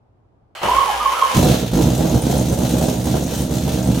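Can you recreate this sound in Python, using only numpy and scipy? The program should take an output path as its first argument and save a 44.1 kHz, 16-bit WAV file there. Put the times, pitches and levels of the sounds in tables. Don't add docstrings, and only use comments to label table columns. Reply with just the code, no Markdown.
import sys
import numpy as np
from scipy import signal
from scipy.fft import rfft, irfft
from scipy.io import wavfile
from scipy.ndimage import uniform_filter1d, map_coordinates

SR = 44100
rng = np.random.default_rng(int(sys.argv[2]) if len(sys.argv) > 2 else 0)


def store_wav(level_fs):
    pcm = np.round(np.clip(np.atleast_2d(level_fs), -1, 1) * 32767)
    wavfile.write(sys.argv[1], SR, pcm.T.astype(np.int16))


N = 176400
T = np.arange(N) / SR
FREQ = np.maximum(np.arange(N + 1) * SR / (2 * N), 1.)

# time_s, firings_per_s
IDLE_RATE = [(1.72, 52.31), (1.87, 63.48), (2.0, 67.08), (2.2, 64.9), (2.38, 71.01), (2.52, 66.56),
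             (2.72, 66.96), (2.87, 70.13), (3.0, 68.79), (3.15, 72.64), (3.35, 70.78), (3.48, 66.76),
             (3.62, 74.07), (3.75, 72.08), (3.87, 68.77), (4.0, 73.1)]


def undb(db):
    return 10 ** (np.asarray(db) / 20)


def unit(x):
    return x / np.sqrt(np.mean(x ** 2) + 1e-18)


def curve(rows, column=1):
    rows = np.array(rows)
    return np.interp(T, rows[:, 0], rows[:, column])


def fader(rows, column=1):
    is_on = (T >= rows[0][0]) & (T <= rows[-1][0] + .03)
    return undb(curve(rows, column)) * uniform_filter1d(1. * is_on, size=200)


def per_hz(points):
    hz, value = np.array(points).T
    return np.interp(np.log(FREQ), np.log(hz), value)


def shape(x, response):
    return irfft(rfft(x, 2 * N) * response)[..., :N]


def colour(x, points):
    cepstrum = irfft(np.log(undb(per_hz(points))))
    one_sided = np.r_[cepstrum[0], 2 * cepstrum[1:N]]
    return shape(x, np.exp(rfft(one_sided, 2 * N)))


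def resonance(hz, width):
    return 1 / (1 + 1j * (FREQ ** 2 - hz ** 2) / (FREQ * width))


def noise(side_db):
    mid, side = rng.standard_normal((2, N))
    side = shape(side, undb(side_db) * FREQ / np.hypot(FREQ, 500) / (1 + (FREQ / 12900) ** 4))
    return np.array([mid + side, mid - side])


def wander(rate_hz):
    window = int(SR / rate_hz)
    return unit(uniform_filter1d(uniform_filter1d(rng.standard_normal(N), window), window))


def strikes(times, sizes):
    return np.bincount(np.clip(times * SR, 0, N).astype(int), sizes, N + 1)[:N]


def puffs(times, levels_db, decay_s, steady, rise_s=.0023):
    swell = signal.lfilter([1], [1, -np.exp(-1 / (rise_s * SR))], strikes(times, undb(levels_db)))
    flow = signal.lfilter([1], [1, -np.exp(-1 / (decay_s * SR))], swell)
    return unit(unit(flow) + steady)


def garage(x, echo_db=-2, echo_s=.37):
    tail = noise(side_db=-3) * undb(-60 * T / echo_s) * (T > .005)
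    tail /= np.sqrt(np.sum(tail ** 2) / 2)
    echo_gain = undb(echo_db) * FREQ ** 2 / (FREQ ** 2 + 308 ** 2)
    return shape(x, (1 + echo_gain * rfft(tail, 2 * N)) / np.hypot(1, echo_gain))


def room_rumble():
    # frequency_hz, level_db
    tone = [(15, -60), (25, -24), (43, -4), (124, -0.5), (156, -12), (323, -13), (527, -19.5), (839, -19),
            (1870, -40), (12000, -64), (15600, -94), (22000, -120)]
    return undb(-56) * unit(colour(noise(side_db=1), tone))


def clacks():
    # start_s, level_db, decay_s, tilt_db_per_octave
    blows = [(0.551, -31.5, 0.19, 2), (0.617, -24.5, 0.022, -1.5), (0.631, -17, 0.1, -5.5)]
    # frequency_hz, level_db
    tone = [(35, -75), (60, -22), (282, -15), (526, 0.5), (591, -2), (727, 4.5), (835, 1), (1560, -3.5),
            (1710, -7.5), (2980, -4), (3840, -17), (4210, -15.5), (15000, -34)]
    # pitch_hz, width_hz, level_db
    rings = [(1150, 200, -5), (2950, 170, -2), (4200, 130, 6)]
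    ringing = 1 + sum(undb(db) * resonance(hz, width) for hz, width, db in rings)
    out = 0
    for start_s, level_db, decay_s, tilt_db in blows:
        tilted = [(hz, db + tilt_db * np.log2(hz)) for hz, db in tone]
        rattle = unit(shape(colour(noise(side_db=-5.5), tilted), ringing))
        out = out + undb(level_db) * rattle * (T >= start_s) * np.exp(-abs(T - start_s) / decay_s)
    return out


def starter():
    # time_s, pitch_hz, level_db
    surges = [(.62, 850, -56), (.675, 923, -22), (.685, 970, -12.5), (.74, 1030, -17), (.79, 1103, -8),
              (.822, 1096, -8), (.838, 1057, -46), (.852, 996, -23), (.875, 882.7, -25), (.9, 836, -15.5),
              (.99, 814.8, -26), (1.003, 1236, -13), (1.022, 1253, -22.5), (1.046, 1165, -29),
              (1.063, 1090, -9), (1.095, 1028, -25.5), (1.12, 1000, -26), (1.16, 1357, -26),
              (1.2, 1263, -14.5), (1.213, 1157, -28), (1.226, 1080, -7.5), (1.238, 1043, -19.5),
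              (1.275, 995, -32), (1.34, 1073, -21), (1.38, 1000, -33)]
    # pitch_multiple, level_db
    tooth_overtones = [(2, -8.5), (3, -8.5), (4, -12)]
    # time_s, level_db
    rasp_level = [(.605, -70), (.622, -30), (.632, -20), (.69, -20.5), (.78, -19), (.9, -21.5),
                  (1.0, -22.5), (1.2, -20), (1.29, -21), (1.345, -17.5), (1.42, -32), (1.5, -52)]
    # frequency_hz, level_db
    rasp_tone = [(40, -34), (120, -20.5), (350, -14.5), (520, -2.5), (700, -6.5), (1000, 3.5), (1130, -8),
                 (1420, -7.5), (1650, -13), (2400, -10.5), (3100, -9.5), (3900, -16), (5000, -18),
                 (6300, -17.5), (8000, -23), (11500, -21), (15000, -33.5)]
    # time_s, level_db
    pump_level = [(.61, -70), (.66, -43), (.72, -33), (.77, -27), (.87, -48), (.95, -35.5), (1.1, -39),
                  (1.2, -53), (1.3, -41), (1.36, -62)]
    # pitch_hz, width_hz, level_db
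    rings = [(1070, 64, 6), (1630, 46, 0), (2150, 130, -8), (3015, 62, -7), (3080, 49, -16)]
    tooth_phase = 2 * np.pi * np.cumsum(curve(surges) * (1 + .013 * wander(250))) / SR
    load = fader(surges, column=2) * undb(3 * wander(250))
    whine = np.sin(tooth_phase) * load * undb([[-3.5], [2.5]])
    steadier_phase = 2 * np.pi * np.cumsum(curve(surges) * (1 + .004 * wander(250))) / SR
    overtones = fader(rasp_level) * sum(undb(db) * np.sin(k * steadier_phase) for k, db in tooth_overtones)
    grind = (1 + .7 * np.sin(tooth_phase)) * undb(2 * wander(360))
    rasp = unit(colour(noise(side_db=-4) * grind, rasp_tone)) * fader(rasp_level) * undb(-4)
    pump_hz = 59 * (1 + .078 * wander(30.2))
    pump = np.sin(2 * np.pi * np.cumsum(pump_hz) / SR) * fader(pump_level)
    housing = shape(overtones + rasp, sum(undb(db) * resonance(hz, width) for hz, width, db in rings))
    return garage(whine, echo_db=-2.5) + garage(rasp + housing + pump)


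def ticks(decay_s=.002, width_hz=1000, faint_per_s=14, faint_db=-28):
    # start_s, level_db, pitch_hz
    sharp = [(1.838, -19, 6300), (1.902, -23, 6600), (1.978, -21, 7700), (2.096, -23, 6600),
             (2.220, -21, 9300), (2.380, -18, 9100), (2.395, -19, 6700), (2.497, -22, 6400),
             (2.525, -24, 9200), (2.587, -22, 8600), (2.632, -21, 6400), (2.691, -22, 9200),
             (2.735, -24, 6300), (2.811, -21, 7300), (2.840, -21, 8300), (2.870, -22, 6800),
             (3.041, -24, 9400), (3.207, -22, 6600), (3.263, -25, 6700), (3.375, -23, 8300),
             (3.419, -18, 9200), (3.552, -20, 7100), (3.827, -23, 6400), (3.873, -24, 8800)]
    shared_hz, shared_db = 6240, -14
    out, grit = np.zeros((2, N)), noise(side_db=-20)
    idle_start_s, pitches = IDLE_RATE[0][0], np.array(sharp)[:, 2]
    idle_s = T[-1] - idle_start_s
    faint = [(idle_start_s + when * idle_s, faint_db, pitches.min() + height * np.ptp(pitches))
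             for when, height in rng.random((int(faint_per_s * idle_s), 2))]
    for start_s, level_db, pitch_hz in sharp + faint:
        span = (T >= start_s) & (T < start_s + .03)
        burst = grit[:, span] * np.exp((start_s - T[span]) / decay_s)
        for ring_hz, ring_db in (pitch_hz, 0), (shared_hz, shared_db):
            ring = signal.iirpeak(ring_hz, ring_hz / width_hz, SR)
            out[:, span] += undb(level_db + ring_db) * signal.lfilter(*ring, signal.lfilter(*ring, burst))
    return out * undb(1) * np.sqrt(SR / np.pi / width_hz)


def gas_hiss(times, levels_db, split_hz=4910):
    # frequency_hz, level_db
    tone = [(500, -22), (1300, -1.5), (2100, -4), (3000, -1), (3900, 1.5), (5000, -2.5), (6400, 3),
            (7400, -1), (9200, -3), (9900, -5), (11500, -3.5), (15500, -7)]
    # time_s, level_db
    rasp_level = [(1.32, -35), (1.37, -23.5), (1.4, -29), (1.52, -29), (1.6, -34.5), (1.7, -38.5),
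                  (1.75, -33.5), (1.84, -34), (1.89, -37), (1.93, -34), (1.97, -40.5), (2.03, -32.5),
                  (2.08, -39.5), (2.13, -35), (2.21, -40.5), (2.33, -33.5), (2.4, -39), (2.44, -37.5),
                  (2.55, -39.5), (2.62, -39.5), (2.65, -36), (2.73, -37.5), (2.87, -36.5), (3.03, -43),
                  (3.08, -35.5), (3.16, -36), (3.25, -46), (3.29, -36.5), (3.38, -36), (3.48, -44),
                  (3.57, -36.5), (3.61, -40.5), (3.72, -36), (3.82, -42), (3.9, -39), (4, -36.5)]
    # time_s, level_db
    hiss_level = [(1.32, -37), (1.37, -20.5), (1.43, -26.5), (1.53, -30.5), (1.62, -37.5), (1.66, -40),
                  (1.71, -39), (1.76, -30.5), (1.84, -31), (1.89, -35), (2.04, -32.5), (2.08, -35),
                  (2.16, -31.5), (2.21, -37.5), (2.33, -31.5), (2.44, -36.5), (2.54, -34), (2.76, -34),
                  (2.83, -32.5), (3.02, -38.5), (3.06, -34.5), (3.16, -34), (3.25, -38), (3.29, -35.5),
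                  (3.38, -30.5), (3.48, -42), (3.56, -33), (3.61, -38), (3.74, -35), (3.81, -39.5),
                  (3.86, -37.5), (3.93, -37), (4, -33)]
    gas = unit(colour(noise(side_db=-6.5) * puffs(times, levels_db, decay_s=.012, steady=.082), tone))
    low_pass = 1 / (1 + (FREQ / split_hz) ** 10)
    rasp = unit(shape(gas, low_pass)) * fader(rasp_level)
    hiss = unit(shape(gas, 1 - low_pass)) * fader(hiss_level)
    return rasp + undb(-.5) * hiss


def gas_bark(times, levels_db):
    # frequency_hz, level_db
    tone = [(60, -13.5), (150, 4), (320, -4.5), (400, -6), (480, -1.5), (720, -6), (950, -16.5),
            (1200, -24), (1600, -24), (2200, -53), (6000, -45)]
    # time_s, level_db
    level = [(1.33, -22), (1.35, -27), (1.39, -17), (1.57, -22), (1.58, -34), (1.63, -26), (1.69, -38),
             (1.78, -22), (1.95, -26.5), (1.96, -28), (2.01, -19), (2.03, -26), (2.05, -24), (2.11, -25),
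             (2.16, -19.5), (2.21, -32), (2.29, -19.5), (2.41, -23), (2.44, -32), (2.54, -24), (2.56, -29),
             (2.61, -21), (2.71, -32), (2.76, -21.5), (2.78, -32), (2.82, -18.5), (2.86, -23.5),
             (3.05, -31.5), (3.08, -30), (3.11, -31), (3.14, -19.5), (3.26, -35.5), (3.34, -25),
             (3.36, -35.5), (3.58, -25.5), (3.63, -45), (3.66, -26), (3.96, -30), (3.98, -31), (4.0, -41)]
    gas = noise(side_db=-4) * puffs(times, levels_db, decay_s=.0064, steady=.26)
    return undb(1) * unit(colour(gas, tone)) * fader(level)


def pipe_thumps(times, levels_db):
    # frequency_hz, level_db
    tone = [(20, -24), (42, -5.5), (66, -1), (86, 3.5), (103, -14), (122, 9), (140, 3), (156, 3.5),
            (193, 4.5), (215, -10), (243, 6.5), (280, -10), (312, 3), (400, -23), (470, -7.5), (570, -17),
            (740, -19.5), (1000, -23.5), (1600, -55), (5000, -80.5)]
    # pitch_hz, width_hz
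    room_notes = [(122, 22), (185, 26), (245, 24), (308, 30), (458, 36), (565, 40)]
    # time_s, level_db
    catch_level = [(1.33, -36), (1.368, -12), (1.41, -10.5), (1.47, -11), (1.495, -15), (1.53, -12.5),
                   (1.605, -27), (1.635, -21), (1.69, -24), (1.735, -14), (1.82, -11.5), (1.88, -13.5)]
    # time_s, level_db
    idle_level = [(1.9, -14), (1.96, -17.5), (2.02, -16), (2.09, -22), (2.15, -8.5), (2.21, -21.5),
                  (2.29, -17), (2.37, -17.5), (2.4, -17.5), (2.47, -20.5), (2.51, -16), (2.64, -20),
                  (2.65, -21), (2.7, -23), (2.75, -13.5), (2.84, -17.5), (2.85, -20), (2.96, -22),
                  (3.0, -18.5), (3.02, -24), (3.16, -16), (3.18, -21), (3.24, -21), (3.27, -19),
                  (3.29, -27), (3.37, -19.5), (3.44, -20), (3.63, -22.5), (3.68, -16), (3.71, -23),
                  (3.74, -19), (3.79, -26), (3.91, -13.5), (3.96, -22), (3.98, -16), (4.0, -18)]
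    thumps = colour(strikes(times, undb(levels_db)), tone)
    thumps = shape(thumps, np.prod([1 - 2 * resonance(hz, width) for hz, width in room_notes], axis=0))
    drift_s = .0009 * wander(14)
    thumps = map_coordinates(thumps, [(T + drift_s) * SR], order=1)
    return undb(.5) * thumps / np.std(thumps[N // 2:]) * fader(catch_level + idle_level)


def engine(cycle_start_s=1.7325, jitter_s=.0007, thump_scatter_db=2, gas_scatter_db=1.5):
    # time_s, firings_per_s
    catch_rate = [(1.3, 34), (1.37, 41.43), (1.41, 55.4), (1.45, 71.8), (1.54, 73.75), (1.63, 62.2)]
    # thump_delay_ms, thump_db, bark_db, hiss_db
    cylinders = [(0.51, 4.5, -1, 21), (0.48, 3.5, -3.5, 19.5), (1.97, 3, -2, 20), (2.7, 2.5, -2.5, 16.5),
                 (0.44, 2, 4.5, 22.5), (2.5, 0.5, -27, 21.5), (1.6, -9.5, 1, 6), (2.08, 3, -0.5, 22)]
    # start_s, level_db
    bangs = [(1.366, 5.5), (1.389, 3), (1.409, -14), (1.426, 4), (1.452, 2.5), (1.467, -0.5), (1.519, 4),
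             (1.529, -9), (1.627, 4), (1.733, 5), (1.771, 4.5), (1.808, 2), (1.843, 1.5), (2.005, 4),
             (2.043, 7.5), (2.129, -1.5), (2.159, -1.5), (2.296, -1.5), (2.513, 2.5), (2.737, 1),
             (2.797, 1.5), (2.926, -1.5), (3.068, 7.5), (3.139, 2.5), (3.291, 6), (3.42, 4.5), (3.676, 3.5),
             (3.885, 1), (3.975, 5)]
    # frequency_hz, left_minus_right_db
    balance = [(60, 0.5), (110, -3), (200, -1), (380, -6.5), (700, -3.5), (1290, -1.0), (2380, 3),
               (4400, -0.5), (8120, 0.5), (15000, 0.0)]
    count = np.cumsum(curve(catch_rate + IDLE_RATE)) / SR
    count -= np.interp(cycle_start_s, T, count)
    firings = np.arange(np.floor(count[-1]), count[0], -1).astype(int)
    delay_ms, thump_db, bark_db, hiss_db = np.array(cylinders)[firings % len(cylinders)].T
    time_chance, force_chance, gas_chance = np.sqrt(3) * rng.uniform(-1, 1, (len(firings), 3)).T
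    times = np.interp(firings, count, T) + jitter_s * time_chance
    arrivals = times + delay_ms / 1000
    thump_db = thump_db + thump_scatter_db * force_chance
    gas_db = gas_scatter_db * (force_chance + gas_chance) / np.sqrt(2)
    for start_s, level_db in bangs:
        nearest = np.argmin(abs(times - start_s))
        times[nearest] = arrivals[nearest] = start_s
        thump_db[nearest], bark_db[nearest] = level_db, level_db + 1.5
    thumps = pipe_thumps(arrivals, thump_db)
    exhaust = thumps + gas_bark(times, bark_db + gas_db) + gas_hiss(times, hiss_db + gas_db)
    return shape(exhaust, undb(np.outer([.5, -.5], per_hz(balance))))


def scene():
    return starter() + garage(engine() + clacks()) + garage(ticks(), echo_db=-6) + room_rumble()


def record(dry, ceiling=.95, top_hz=15900):
    rounded = dry / (1 + (dry / ceiling) ** 4) ** .25
    return signal.sosfilt(signal.ellip(10, .2, 80, top_hz, fs=SR, output="sos"), rounded)


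dry = scene()
out = record(dry)
store_wav(out)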